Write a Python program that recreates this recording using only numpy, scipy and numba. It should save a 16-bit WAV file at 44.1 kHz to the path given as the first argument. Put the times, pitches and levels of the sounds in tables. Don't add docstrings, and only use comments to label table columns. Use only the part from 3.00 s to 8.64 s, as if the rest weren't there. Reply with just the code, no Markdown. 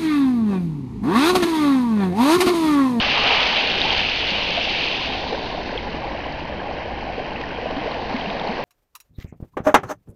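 import sys
import numpy as np
from scipy import signal
from scipy.fft import rfft, irfft, next_fast_len
from scipy.io import wavfile
from scipy.ndimage import uniform_filter1d
from numba import njit

SR = 44100
rng = np.random.default_rng(int(sys.argv[2]) if len(sys.argv) > 2 else 0)


def linear_from_db(decibels):
    return 10 ** (np.asarray(decibels, float) / 20)


def store_pcm(level_fs):
    pcm = np.round(np.clip(level_fs, -1, 1) * 32767).astype(np.int16)
    wavfile.write(sys.argv[1], SR, np.atleast_2d(pcm).T)


N = 248724

# (time [s], fizz level [dB])
WASH = [
    (0, -22.5),
    (.4, -20),
    (.6, -23.5),
    (.72, -23.5),
    (.92, -23),
    (1.2, -24.5),
    (1.85, -23.5),
    (2.4, -41.5),
    (3.1, -63),
]
# (time [s], level above the wash [dB])
FOAM_SLOPS = [(.08, 1), (.39, -0.5), (.555, 6), (.6, 0), (.82, 1), (.9, 0), (.96, 4), (1.175, 1),
              (1.26, 3.5), (1.66, -3), (2.04, 5.5), (2.12, 5.5), (2.27, 5), (2.45, 8)]
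# (frequency [Hz], density [dB per Hz])
FIZZ_SPECTRUM = [(760, -46), (1300, -19.5), (1960, -11), (2290, -3.5), (2720, 0), (3140, -1), (3500, -7.5),
                 (4550, -32), (7700, -120)]
SPRAY_SPECTRUM = [(1940, -28.5), (3300, -14.5), (3480, -5), (4400, -6.5), (4960, -12), (5500, -21),
                  (7150, -44.5), (12100, -120)]
CHURN_SPECTRUM = [(240, -44.5), (400, -15.5), (527, -9), (579, -9), (814, -4), (1300, -10), (1690, -42),
                  (2860, -120)]
# (time [s], gurgle level [dB])
LAPPING_LEVEL = [(0, -32.5), (.3, -27.5), (.9, -29.5), (1.1, -34), (1.4, -29.5), (1.8, -32), (2.2, -28),
                 (2.45, -30), (2.75, -29.5), (3.0, -29.5), (3.25, -31), (3.65, -30.5), (3.95, -32.5),
                 (4.18, -30.5), (4.38, -30.5), (4.6, -30.5), (5.2, -27.5), (5.64, -27)]
# (frequency [Hz], density [dB per Hz])
GURGLE_SPECTRUM = [(88, -33), (150, -10), (258, -3.5), (323, -6.5), (473, -1.5), (791, 0), (1050, -6),
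                   (1300, -20), (1690, -51.5), (2860, -120)]
PATTER_SPECTRUM = [(710, -20.5), (1200, -7), (1330, -4.5), (1490, 2), (1670, 2.5), (2680, 1.5),
                   (3160, -0.5), (3480, -11.5), (3830, -8.5), (4430, -9), (5500, -18.5), (7150, -52.5),
                   (12100, -120)]
# (time [s], level [dB])
RIVER_SWELL = [(0, -36), (.3, -37.5), (.62, -44.5), (.8, -35.5), (1.7, -39), (2.94, -36), (3.6, -38),
               (4.6, -40), (5.04, -38), (5.64, -42)]
# (frequency [Hz], density [dB per Hz])
RUMBLE_SPECTRUM = [(7.1, -42), (12, 1.5), (54, 0), (97, -3.5), (150, -4.5), (257, -5), (350, -6),
                   (460, -36.5), (770, -120)]
# (time [s], peak level [dB], pitch [Hz], length [s])
GLUGS = [(0.093, -25, 243, 0.027), (0.812, -27, 336, .02), (0.836, -28, 285, 0.0617),
         (1.323, -25.5, 207, .018), (1.724, -25, 372, .024), (2.096, -24.5, 269, 0.018),
         (2.95, -27, 282, 0.028), (3.272, -30, 300, 0.026), (2.304, -28, 207, 0.014),
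         (4.689, -23, 247, 0.012), (4.729, -27, 280, .018), (4.779, -20.5, 281, .05),
         (5.15, -15.5, 239.4, .028), (5.285, -23.5, 202, .05), (5.5, -22, 214, 0.032)]
# (time [s], peak level [dB], pitch [Hz], pitch rise [octaves])
GULPS = [(.178, -17, 934, .03), (.854, -14.5, 850, 0.27), (.934, -23, 761, .03), (1.579, -14, 680, 0.083),
         (2.154, -20.5, 750, 0.14), (2.33, -15.5, 461, .45), (2.328, -20, 785, .1),
         (2.348, -20.5, 544, .34), (2.58, -20.5, 727, .2), (2.73, -22, 640, 0.62), (2.759, -20, 464, .5),
         (4.323, -25.5, 835, 0.12), (3.08, -24.5, 780, 0.037), (3.51, -29, 688, 0.32),
         (3.66, -26.5, 790, 0.13), (3.693, -21, 610, .5), (3.715, -21.5, 810, 0.14),
         (3.86, -23, 595, 0.065), (4.134, -23.5, 746, 0.14), (4.186, -20, 539, 0.98),
         (4.203, -19.5, 708, 0.33), (4.591, -22.5, 468, 0.04), (4.633, -20.5, 516, 0.26),
         (4.662, -18.5, 618, 0.046), (4.709, -20, 545, 0.92), (4.713, -23, 1047, 0.25),
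         (4.865, -18.5, 462, .4), (4.879, -16.5, 630, .6), (5.106, -22, 785, 0.048), (5.132, -26, 620, .2)]
# (time [s], peak level [dB], pitch [Hz])
PIPS = [(.817, -7, 3710), (0.906, -8, 3198), (2.352, -26, 1590), (2.778, -16, 3220), (2.79, -23.5, 2200),
        (3.176, -27, 2810), (3.325, -31, 4610), (3.407, -27, 2760), (3.527, -25, 1744),
        (4.361, -22.5, 2600), (4.44, -22, 1840), (4.917, -24.5, 4130), (5.165, -24.5, 2114),
        (5.213, -21.5, 3180), (5.261, -19.5, 2700), (5.475, -25, 4260), (3.601, -27, 1630)]
# (time [s], peak level [dB])
CLAPS = [(2.327, -16), (3.652, -18.5), (4.132, -19), (4.322, -20.5), (4.585, -17), (4.654, -13),
         (4.706, -6), (4.854, -14.5), (5.103, -14.5), (5.129, -12.5), (5.197, -29), (5.362, -22)]
# (time [s], peak level [dB])
SLAPS = [(4.4136, -23), (4.7102, -24), (4.9105, -23.5), (5.165, -19), (5.1954, -19.5), (5.3018, -20.5),
         (5.3966, -19.5), (5.556, -32.5)]
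# (frequency [Hz], level against its twin below the fold [dB])
ALIAS_LEAK = [(5512, -5), (5685, -3), (6050, -11.6), (6480, -22.5), (6910, -38), (7190, -50.5),
              (7300, -96.5)]


def rms_one(x):
    return x / np.sqrt(np.mean(x ** 2) + 1e-20)


def in_time(rows):
    s, *columns = np.transpose(rows)
    return [np.interp(np.arange(N) / SR, s, c) for c in columns]


def drift(rate_hz):
    hop = 40
    r = np.exp(-2 * np.pi * rate_hz * hop / SR)
    noise = rng.standard_normal(N // hop + 2002)
    slow = signal.lfilter([1], [1, -2 * r, r * r], noise)[2000:]
    return np.interp(np.arange(N) / hop, np.arange(len(slow)), rms_one(slow))


def coloured(x, spectrum):
    size = next_fast_len(N)
    lines = rfft(x, size)
    hz = np.arange(size // 2 + 1) * SR / size + 1
    broad = np.sqrt(uniform_filter1d(np.abs(lines) ** 2, size=601)) + 1e-9
    points = np.array(spectrum)
    wanted = linear_from_db(np.interp(np.log(hz), np.log(points[:, 0]), points[:, 1]))
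    return rms_one(irfft(lines / broad * wanted, size)[:N])


@njit
def add_bubbles(out, at, height, step, length, rise, snap):
    for k in range(len(at)):
        phase = 0.0
        for i in range(int(2.5 * length[k])):
            u = 2.5 * i / length[k]
            phase += step[k] * 2.0 ** (rise[k] * (i / length[k] - 0.4))
            j = at[k] + i
            if 0 <= j < len(out):
                envelope = 2.0 * (1.0 - np.exp(-snap * u)) ** 2 * np.exp(-u)
                out[j] += height[k] * envelope * np.sin(phase)


def bubbles(s, db, hz, length_s, rise):
    out = np.zeros(N)
    start = ((s - 0.3597 * length_s) * SR).astype(np.int64)
    add_bubbles(out, start, linear_from_db(db), 2 * np.pi * hz / SR, length_s * SR, rise, 3.63)
    return out


def swarm(spectrum, count, cycles, spread_db, rise, clump_db, noise_db):
    draw = rng.random((count, 5))
    low, high = spectrum[1][0] / 1.2, spectrum[-2][0] * 1.2
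    hz = low * (high / low) ** draw[:, 1]
    sizes_db = -spread_db * np.log(draw[:, 2] + .02)
    length_s = cycles * (.4 + draw[:, 3]) / hz
    heard = bubbles(draw[:, 0] * N / SR, sizes_db, hz, length_s, rise * draw[:, 4])
    bed = coloured(rng.standard_normal(N), spectrum)
    clumps = linear_from_db(clump_db * (drift(2.6) + 0.33 * drift(30)))
    return rms_one(clumps * (coloured(heard, spectrum) + linear_from_db(noise_db) * bed))


def slops_db():
    attack_s, release_s = 0.0074, 0.025
    s, db = np.transpose(FOAM_SLOPS)
    since = np.maximum(np.arange(0, N, 32) / SR - s[:, None], 0)
    lift = db @ ((1 - np.exp(-since / attack_s)) * np.exp(-since / release_s))
    return 1.53 * np.repeat(lift, 32)[:N]


def collapse_db():
    fade_db_per_s = 6.5
    return in_time(WASH)[0] - 3 - fade_db_per_s * np.arange(N) / SR


def fizz(slop_db):
    hiss = swarm(FIZZ_SPECTRUM, count=14000, cycles=6, spread_db=2.5, rise=0.18, clump_db=-0.17, noise_db=-0.5)
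    return linear_from_db(in_time(WASH)[0] + slop_db) * hiss


def spray(slop_db):
    drain_db_per_s = 16.5
    next_wave_s, next_rise_s, next_db = 4.55, 0.44, -47
    seconds = np.arange(N) / SR
    fallen_db = drain_db_per_s * seconds
    draining = linear_from_db(np.maximum.accumulate(in_time(WASH)[0] + fallen_db) - fallen_db - 7)
    thrown = linear_from_db(collapse_db() - 11)
    nearing = linear_from_db(next_db) * np.clip((seconds - next_wave_s) / next_rise_s, 0, 1)
    gain = np.hypot(draining, thrown) + nearing
    fine = swarm(SPRAY_SPECTRUM, count=10000, cycles=4, spread_db=5.0, rise=0.16, clump_db=0.25, noise_db=2.5)
    return gain * linear_from_db(0.47 * slop_db) * fine


def churn():
    low = swarm(CHURN_SPECTRUM, count=5000, cycles=5.98, spread_db=3.5, rise=0.79, clump_db=-2.5, noise_db=3.7)
    return linear_from_db(collapse_db()) * low


def foam():
    slop_db = slops_db()
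    return fizz(slop_db) + spray(slop_db) + churn()


def gurgle():
    rising = swarm(GURGLE_SPECTRUM, count=4800, cycles=8.426, spread_db=2.5, rise=.6, clump_db=0.5, noise_db=-1.2)
    return linear_from_db(in_time(LAPPING_LEVEL)[0]) * rising


def patter():
    lapping_db, = in_time(LAPPING_LEVEL)
    lapping = linear_from_db(-36 + 0.61 * (lapping_db - lapping_db.mean()))
    gain = np.hypot(lapping, linear_from_db(collapse_db()))
    thin = swarm(PATTER_SPECTRUM, count=12000, cycles=7.61, spread_db=3.0, rise=0.21, clump_db=0.7, noise_db=1.0)
    return gain * thin


def river():
    drone_hz, drone_width_hz, drone_db = 60.8, 4.6, -47
    level_db = in_time(RIVER_SWELL)[0] + 2.0 + 0.54 * drift(12)
    rumble = linear_from_db(level_db) * coloured(rng.standard_normal(N), RUMBLE_SPECTRUM)
    b, a = signal.iirpeak(drone_hz, drone_hz / drone_width_hz, fs=SR)
    once = signal.lfilter(b, a, rng.standard_normal(N))
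    return rumble + linear_from_db(drone_db) * rms_one(signal.lfilter(b, a, once))


def glugs():
    s, db, hz, length_s = np.transpose(GLUGS)
    return bubbles(s, db, hz, length_s, 0.29 + 0 * hz)


def gulps():
    s, db, hz, rise = np.transpose(GULPS)
    length_s = .011 + 2.5 / hz + .006 * rise
    return bubbles(s, db, hz, length_s, rise)


def pips():
    s, db, hz = np.transpose(PIPS)
    return bubbles(s, db, hz, 14.0 / hz, .04 + 0 * hz)


def bursts(rows, low_hz, high_hz, t60, lift_db):
    clicks = np.zeros(N)
    for s, db in rows:
        clicks[round(s * SR)] = linear_from_db(db + lift_db)
    decay = signal.lfilter([1], [1, -linear_from_db(-60 / (t60 * SR))], clicks + 1e-18)
    band = signal.butter(2, [low_hz, high_hz], "band", fs=SR, output="sos")
    return signal.sosfilt(band, decay * rng.standard_normal(N))


def claps():
    return bursts(CLAPS, 570, 1100, t60=0.046, lift_db=1)


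def slaps():
    return bursts(SLAPS, 1500, 3300, t60=0.013, lift_db=7.0)


def scene():
    water = foam() + gurgle() + patter() + river()
    single_bubbles = glugs() + gulps() + pips()
    return (water + single_bubbles + claps() + slaps())[None]


def band_limit(x):
    return signal.sosfilt(signal.butter(12, 7250, fs=SR, output="sos"), x)


def record(dry):
    fold_hz, offset = 5512, -.0039
    size = next_fast_len(N)
    lines = rfft(dry, size)
    fold = round(fold_hz * size / SR)
    above = np.arange(fold, 2 * fold)
    leak_db = np.interp(above * SR / size, *np.transpose(ALIAS_LEAK))
    lines[:, 2 * fold:] = 0
    lines[:, above] = linear_from_db(leak_db) * np.conj(lines[:, 2 * fold - above])
    return band_limit(irfft(lines, size)[:, :N] + offset)


dry = scene()
out = record(dry)
store_pcm(out)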